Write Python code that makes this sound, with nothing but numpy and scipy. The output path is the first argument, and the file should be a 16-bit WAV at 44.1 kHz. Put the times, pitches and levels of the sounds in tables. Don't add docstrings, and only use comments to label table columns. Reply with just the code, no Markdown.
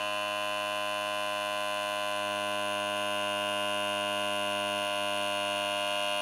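import sys
import numpy as np
from scipy import signal
from scipy.fft import rfft, irfft, next_fast_len
from scipy.io import wavfile
from scipy.ndimage import uniform_filter1d, map_coordinates

SR = 44100
rng = np.random.default_rng(int(sys.argv[2]) if len(sys.argv) > 2 else 0)


def rack_gain(trim_db):
    fader = np.asarray(trim_db, float)
    return 10 ** (fader / 20)


def unload_wav(signal):
    wavfile.write(
        sys.argv[1],
        SR,
        np.round(np.clip(np.atleast_2d(signal).T, -1, 1) * 32767).astype(np.int16),
    )


N = 273861
RIPPLE_HZ = 240


def unit(x):
    return x / np.sqrt(np.mean(x ** 2) + 1e-20)


def curves(rows):
    s, *cols = np.transpose(rows)
    return [np.interp(np.arange(N) / SR, s, c) for c in cols]


def wobble(rate):
    knots = rng.standard_normal(int(N * rate / SR) + 4)
    return map_coordinates(knots, [np.arange(N) * rate / SR])


def filling(half_db, rise_db, bend_db=0):
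    fill = np.linspace(-1, 1, N)
    return rack_gain(fill_curve(half_db, rise_db, bend_db, fill))


def fill_curve(half, rise, bend, fill):
    return half + rise * fill + bend * fill ** 2


def filtered(x, response):
    m = next_fast_len(N + 8192)
    return irfft(rfft(x, m) * response(np.fft.rfftfreq(m, 1 / SR)), m)[:N]


def ringing(x, modes):
    def body(f):
        total = 0
        for k, (centre, width, db) in enumerate(modes):
            damping = 1j * f * width
            total = total + (-1) ** k * rack_gain(db) * damping / (centre * centre - f * f + damping)
        return total
    return unit(filtered(x, body))


def noise(spectrum):
    f, db = np.transpose(spectrum)

    def colour(hz):
        return rack_gain(np.interp(np.log(hz + 1), np.log(f + 1), db, right=-120))
    return unit(filtered(rng.standard_normal(N), colour))


def strikes(turns, at, sizes):
    where = np.interp(np.arange(len(sizes)) + at, turns, np.arange(N), right=N + 20)
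    taps = np.floor(where)[:, None] + np.arange(-7, 9)
    off = taps - where[:, None]
    shape = np.sinc(off) * np.cos(np.pi * off / 16) ** 2 * sizes[:, None]
    return np.bincount(np.clip(taps, 0, N).astype(int).ravel(), shape.ravel(), N + 1)[:N]


# t/s, crank turns f/Hz
CRANK_SPEED = [(0, 102.99), (.55, 102.74), (1.05, 102.64), (1.4, 102.38), (1.85, 102.3), (2.4, 101.95),
               (3.05, 101.9), (3.4, 101.67), (4, 101.64), (4.8, 101.2), (5.4, 101.05), (6.21, 101.07)]


def crank():
    return np.cumsum(curves(CRANK_SPEED)[0] + 0.012 * wobble(6)) / SR


# cycles per stroke, level/dB
GEARS = [
    (0.4, 4),
    (0.16, -15.5),
    (0.25, -13),
]


def mesh(turns):
    k = np.arange(int(turns[-1]) + 2)
    ripple = np.sin(2 * np.pi * RIPPLE_HZ * np.interp(k, turns, np.arange(N) / SR))
    gears = 0
    for cycles, db in GEARS:
        drift = np.cumsum(rng.normal(0, 0.026, len(k))) + rng.uniform(0, 6.5)
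        gears = gears + rack_gain(db) * np.sin(2 * np.pi * cycles * k + drift)
    return unit(ripple + rack_gain(-11.5) * gears)


def twisted(turns, gear):
    shiver = wobble(40)
    play = shiver - uniform_filter1d(shiver, size=3000)
    return turns + 0.0012 * map_coordinates(gear, [turns]) + 0.00068 * play


SPEAKS = [(1, 1.408, -0.042), (3, -0.005, 0.046), (5, 1.232, -0.016), (7, 0.922, 0.006), (9, 0.683, -0.079),
          (11, 0.05, 0.081), (14, -0.11, -0.043), (16, -0.268, 0.047), (19, -0.057, -0.023),
          (23, 1.115, -0.022), (25, 0.418, -0.032), (27, 1.03, 0.097), (29, 0.84, -0.013),
          (31, 0.952, -0.196), (34, 1.232, 0.163), (36, 0.682, 0.081), (41, 0.641, -0.037),
          (44, 0.961, -0.151)]
# crank order, free level/dB, rise to full/dB, added level pressed to the floor/dB, power of press
FEET = [(1, -61, 0, -62.5, .7), (2, -55.5, 1, -54.5, 1.5), (3, -53.5, 1, -55.5, 0.69),
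        (4, -73, 0, -55, 1.1)]
# crank order, level at half fill/dB, rise to full/dB, bend at both ends/dB,
# change under a leaning body/dB
BODY = [(5, -54.0, -0.5, -0.5, 1.5), (6, -37.0, 1.0, -0.5, 0.5), (7, -42, 2.5, -0.5, -1),
        (8, -51.5, -4.5, -4.5, 0.5), (9, -50.5, 3.0, 0.5, 1.0), (10, -39.5, -1.5, -1.0, 0.0),
        (11, -48.5, 1.5, -1.5, 0.0), (12, -60.5, -1, 8, -8.0), (13, -59, -4, -0.5, 4.5),
        (14, -47.5, 1.5, -1.5, 1.0), (15, -46, -0.5, -3, 0.5), (16, -52.0, 0.0, 2, 0.5),
        (17, -54.5, -2, -9, -0.5), (18, -64, -4, 3, 0.5), (19, -60, -6.5, -3.5, -11),
        (20, -54, 1, -5.5, -3), (21, -64, 9, -0.5, 4), (22, -66, 3.5, 0, 2), (23, -58.0, -0.5, -2, 2),
        (24, -50.5, 0, 3, -1), (25, -56, 3, 4, 6),
        (26, -45.5, -1, 2.5, 1), (27, -51, -2, 3.5, 3.0), (28, -44, 4, 2.5, 4.5), (29, -47, -1, 2.0, -7.5),
        (30, -49.0, 9.5, -17, -3.5), (31, -55, 3, -1.5, 6.5), (32, -57.5, 6, 5, -1),
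        (33, -62.5, 5, 1.5, 2.5), (34, -53.5, -3.5, -6, -5), (35, -54.0, 3, -0.5, 0),
        (36, -58.5, 5, -1, 0.5), (37, -70.5, 0.5, 9, 1), (38, -62.5, 2.0, 1.5, -5), (39, -71, -6, -4, -4.5),
        (40, -58.5, -2, -14, -8), (41, -69.5, 0, 11.0, 2.5), (42, -59, -1, 0.5, -11),
        (43, -58, 2.5, -3.5, -7.5), (44, -78, 9, 11.0, 7), (45, -68.5, -0.5, 5.0, 3.5),
        (46, -85, 3, -5, -5)]
# t/s, pressure [0-1]
PRESS = [(0, 0.12), (1, .1), (1.6, 0.02), (2.1, 0.03), (2.3, 0.75), (3, 0.83), (4.78, 1.07), (4.88, 0.2),
         (4.94, 0.2), (5.02, .75), (5.1, 0.6), (5.2, .85), (5.32, 0.54), (5.55, 0.6), (5.74, 0.3),
         (5.86, 0.06), (6.05, 0), (6.21, 0)]
# t/s, lean [0-1]
LEAN = [
    (0, 0),
    (2, 0),
    (3.5, 0.97),
    (4, 0.73),
    (5.2, 0.08),
    (6.21, 0),
]


def casing(turns):
    press = np.clip(curves(PRESS)[0], 0, None)
    lean, = curves(LEAN)
    sizes = []
    for _, free_db, rise_db, floor_db, power in FEET:
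        sizes.append(filling(free_db, rise_db) + press ** power * rack_gain(floor_db))
    for _, half_db, rise_db, bend_db, lean_db in BODY:
        sizes.append(filling(half_db, rise_db, bend_db) * rack_gain(lean_db * lean))
    order, *delays = np.transpose(SPEAKS)
    k = np.arange(len(sizes)) + 1
    lag, shift = [np.cumsum(np.interp(k, order, d)) for d in delays]
    fill = np.linspace(-1, 1, N)
    stroke = 0
    for n, size, late, more in zip(k, sizes, lag, shift):
        phase = n * turns - fill_curve(late, more, 0, fill)
        stroke = stroke + size * np.sqrt(2) * np.cos(2 * np.pi * phase)
    return stroke


# f/Hz, width f/Hz, level/dB
SHELL = [(247.5, 160, -24), (653, 92, -2), (1020, 88, -3.5), (1380, 180, -31), (1670, 63, -0.5),
         (2000, 250, -13), (2753, 340, 3.5), (3360, 420, -2.5), (4360, 81, -14.5)]


def chatter(turns, gear, gear_db=-51, loose_db=-56):
    scatter = rng.standard_normal((len(gear), 2))
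    steady = strikes(turns, .8, gear) + 0.37 * strikes(turns, .58, np.roll(gear, 1))
    loose = strikes(turns, .86, scatter[:, 0]) + 1.3 * strikes(turns, .45, scatter[:, 1])
    knocks = rack_gain(gear_db) * ringing(steady, SHELL) + rack_gain(loose_db) * ringing(loose, SHELL)
    return filling(-3.5, 2.5, 2) * knocks


# f/Hz, width f/Hz, level/dB
SEAT_LOW = [(5080, 490, -8), (6800, 650, -6), (9300, 540, 2.5), (10050, 710, 1.5), (11500, 1300, -7),
            (14500, 1600, -24)]
# f/Hz, width f/Hz, level/dB
SEAT_UP = [(5320, 380, -7.5), (6650, 470, -4.5), (9350, 270, 5), (10000, 450, 2), (10930, 580, -3.5),
           (12100, 880, -14)]
# f/Hz, level/dB per Hz
AIR = [(3000, -26), (4200, -9.5), (4800, -8), (5300, -13), (5900, -12), (6500, -5.5), (7600, -11),
       (8500, -5), (9700, -8.5), (11000, -16), (12200, -4), (13200, -15), (14600, -7), (15700, -11.5)]
# t/s, uprightness [0-1]
UPRIGHT = [
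    (0, 0),
    (2.05, 0),
    (2.35, .8),
    (4.8, 1),
    (5.3, 0.86),
    (6.21, 1),
]


def valve(turns, gear):
    chance = rng.standard_normal((len(gear), 7))
    at = .975 + .002 * gear + 0.0015 * chance[:, 0]
    side_size = rack_gain(2.5 * chance[:, 3])
    blows = strikes(turns, at, rack_gain(0.62 * chance[:, 1]))
    blows += 0.2 * strikes(turns, at + 0.0307 + 0.0028 * chance[:, 6], rack_gain(1.5 * chance[:, 5]))
    blows += 0.31 * strikes(turns, at + .12 + .012 * chance[:, 2], side_size)
    blows += 0.27 * strikes(turns, at - .13 + .04 * chance[:, 4], side_size)
    up, = curves(UPRIGHT)
    tick = (1 - up) * ringing(blows, SEAT_LOW) + up * ringing(blows, SEAT_UP)
    since = (turns - .95) % 1
    puff = rack_gain(-4) + 1.1 * np.exp(-since / .05) + .7 * np.exp(-((since - .85) / .18) ** 2)
    air = unit(puff * rack_gain(0.25 * wobble(30)) * noise(AIR))
    return filling(-50.5, 2.2, -1) * (rack_gain(0.1) * tick + rack_gain(-8.5) * air)


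# delay t/ms, level kneeling low/dB, level upright/dB
REFLECTIONS = [(1.1, -14.5, -21), (2.3, -14.5, -11), (3.9, -26, -21), (6.7, -14, -17.5)]


def echoes(x):
    up, = curves(UPRIGHT)
    heard = x
    for ms, low_db, up_db in REFLECTIONS:
        heard = heard + rack_gain(low_db + up * (up_db - low_db)) * np.roll(x, round(ms * SR / 1000))
    return heard


# f/Hz, rms level of an order/dB
BUZZ = [(4750, -77), (5250, -68.5), (5800, -75), (6200, -68.5), (7300, -76.5), (8000, -80), (8800, -78.5),
        (10800, -79.5), (12300, -82), (13200, -92), (14500, -87), (15500, -90)]


def buzz(turns, wander=0.64):
    def draw(rows):
        return rng.standard_normal((rows, 4097)) + 1j * rng.standard_normal((rows, 4097))
    hz, db = np.transpose(BUZZ)
    order_hz = np.arange(4097) * CRANK_SPEED[0][1]
    size = rack_gain(np.interp(order_hz, hz, db, left=-200, right=-200)) * 4096
    shapes = irfft(size * (draw(1) + wander * draw(13)) / np.hypot(1, .8 * wander))
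    shaken = turns + 0.00045 * wobble(40)
    place = [np.arange(N) / SR / .6, shaken % 1 * 8192]
    return map_coordinates(shapes, place, order=1, mode="grid-wrap")


def motor(turns):
    ripple = RIPPLE_HZ * np.arange(N) / SR
    hum = 0
    for k, db in enumerate([-89, -71.0, -75, -78.5], start=-1):
        hum = hum + filling(db, 2.5, 4.3) * np.sin(2 * np.pi * (ripple + k * turns))
    return hum


# f/Hz, level/dB per Hz
ROOM = [(20, -27), (55, -21), (100, -24), (450, -14.5), (560, -11.5), (800, -17), (950, -3), (1200, -9.5),
        (1600, -9.5), (2050, -8.5), (2500, -12.5), (2850, -4), (3100, -8), (4000, -16.5), (5000, -36)]


def room():
    return rack_gain(-54.5) * noise(ROOM)


def scene():
    turns = crank()
    gear = mesh(turns)
    pump = casing(twisted(turns, gear)) + chatter(turns, gear)
    pump += echoes(valve(turns, gear))
    pump += buzz(turns) + motor(turns)
    return (pump + room())[None]


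def low_pass(x):
    return signal.sosfilt(signal.butter(12, 16560, fs=SR, output="sos"), x)


def record(dry):
    mix = filtered(dry[0], lambda hz: hz < 15750)[None]
    return low_pass(mix)


dry = scene()
out = record(dry)
unload_wav(out)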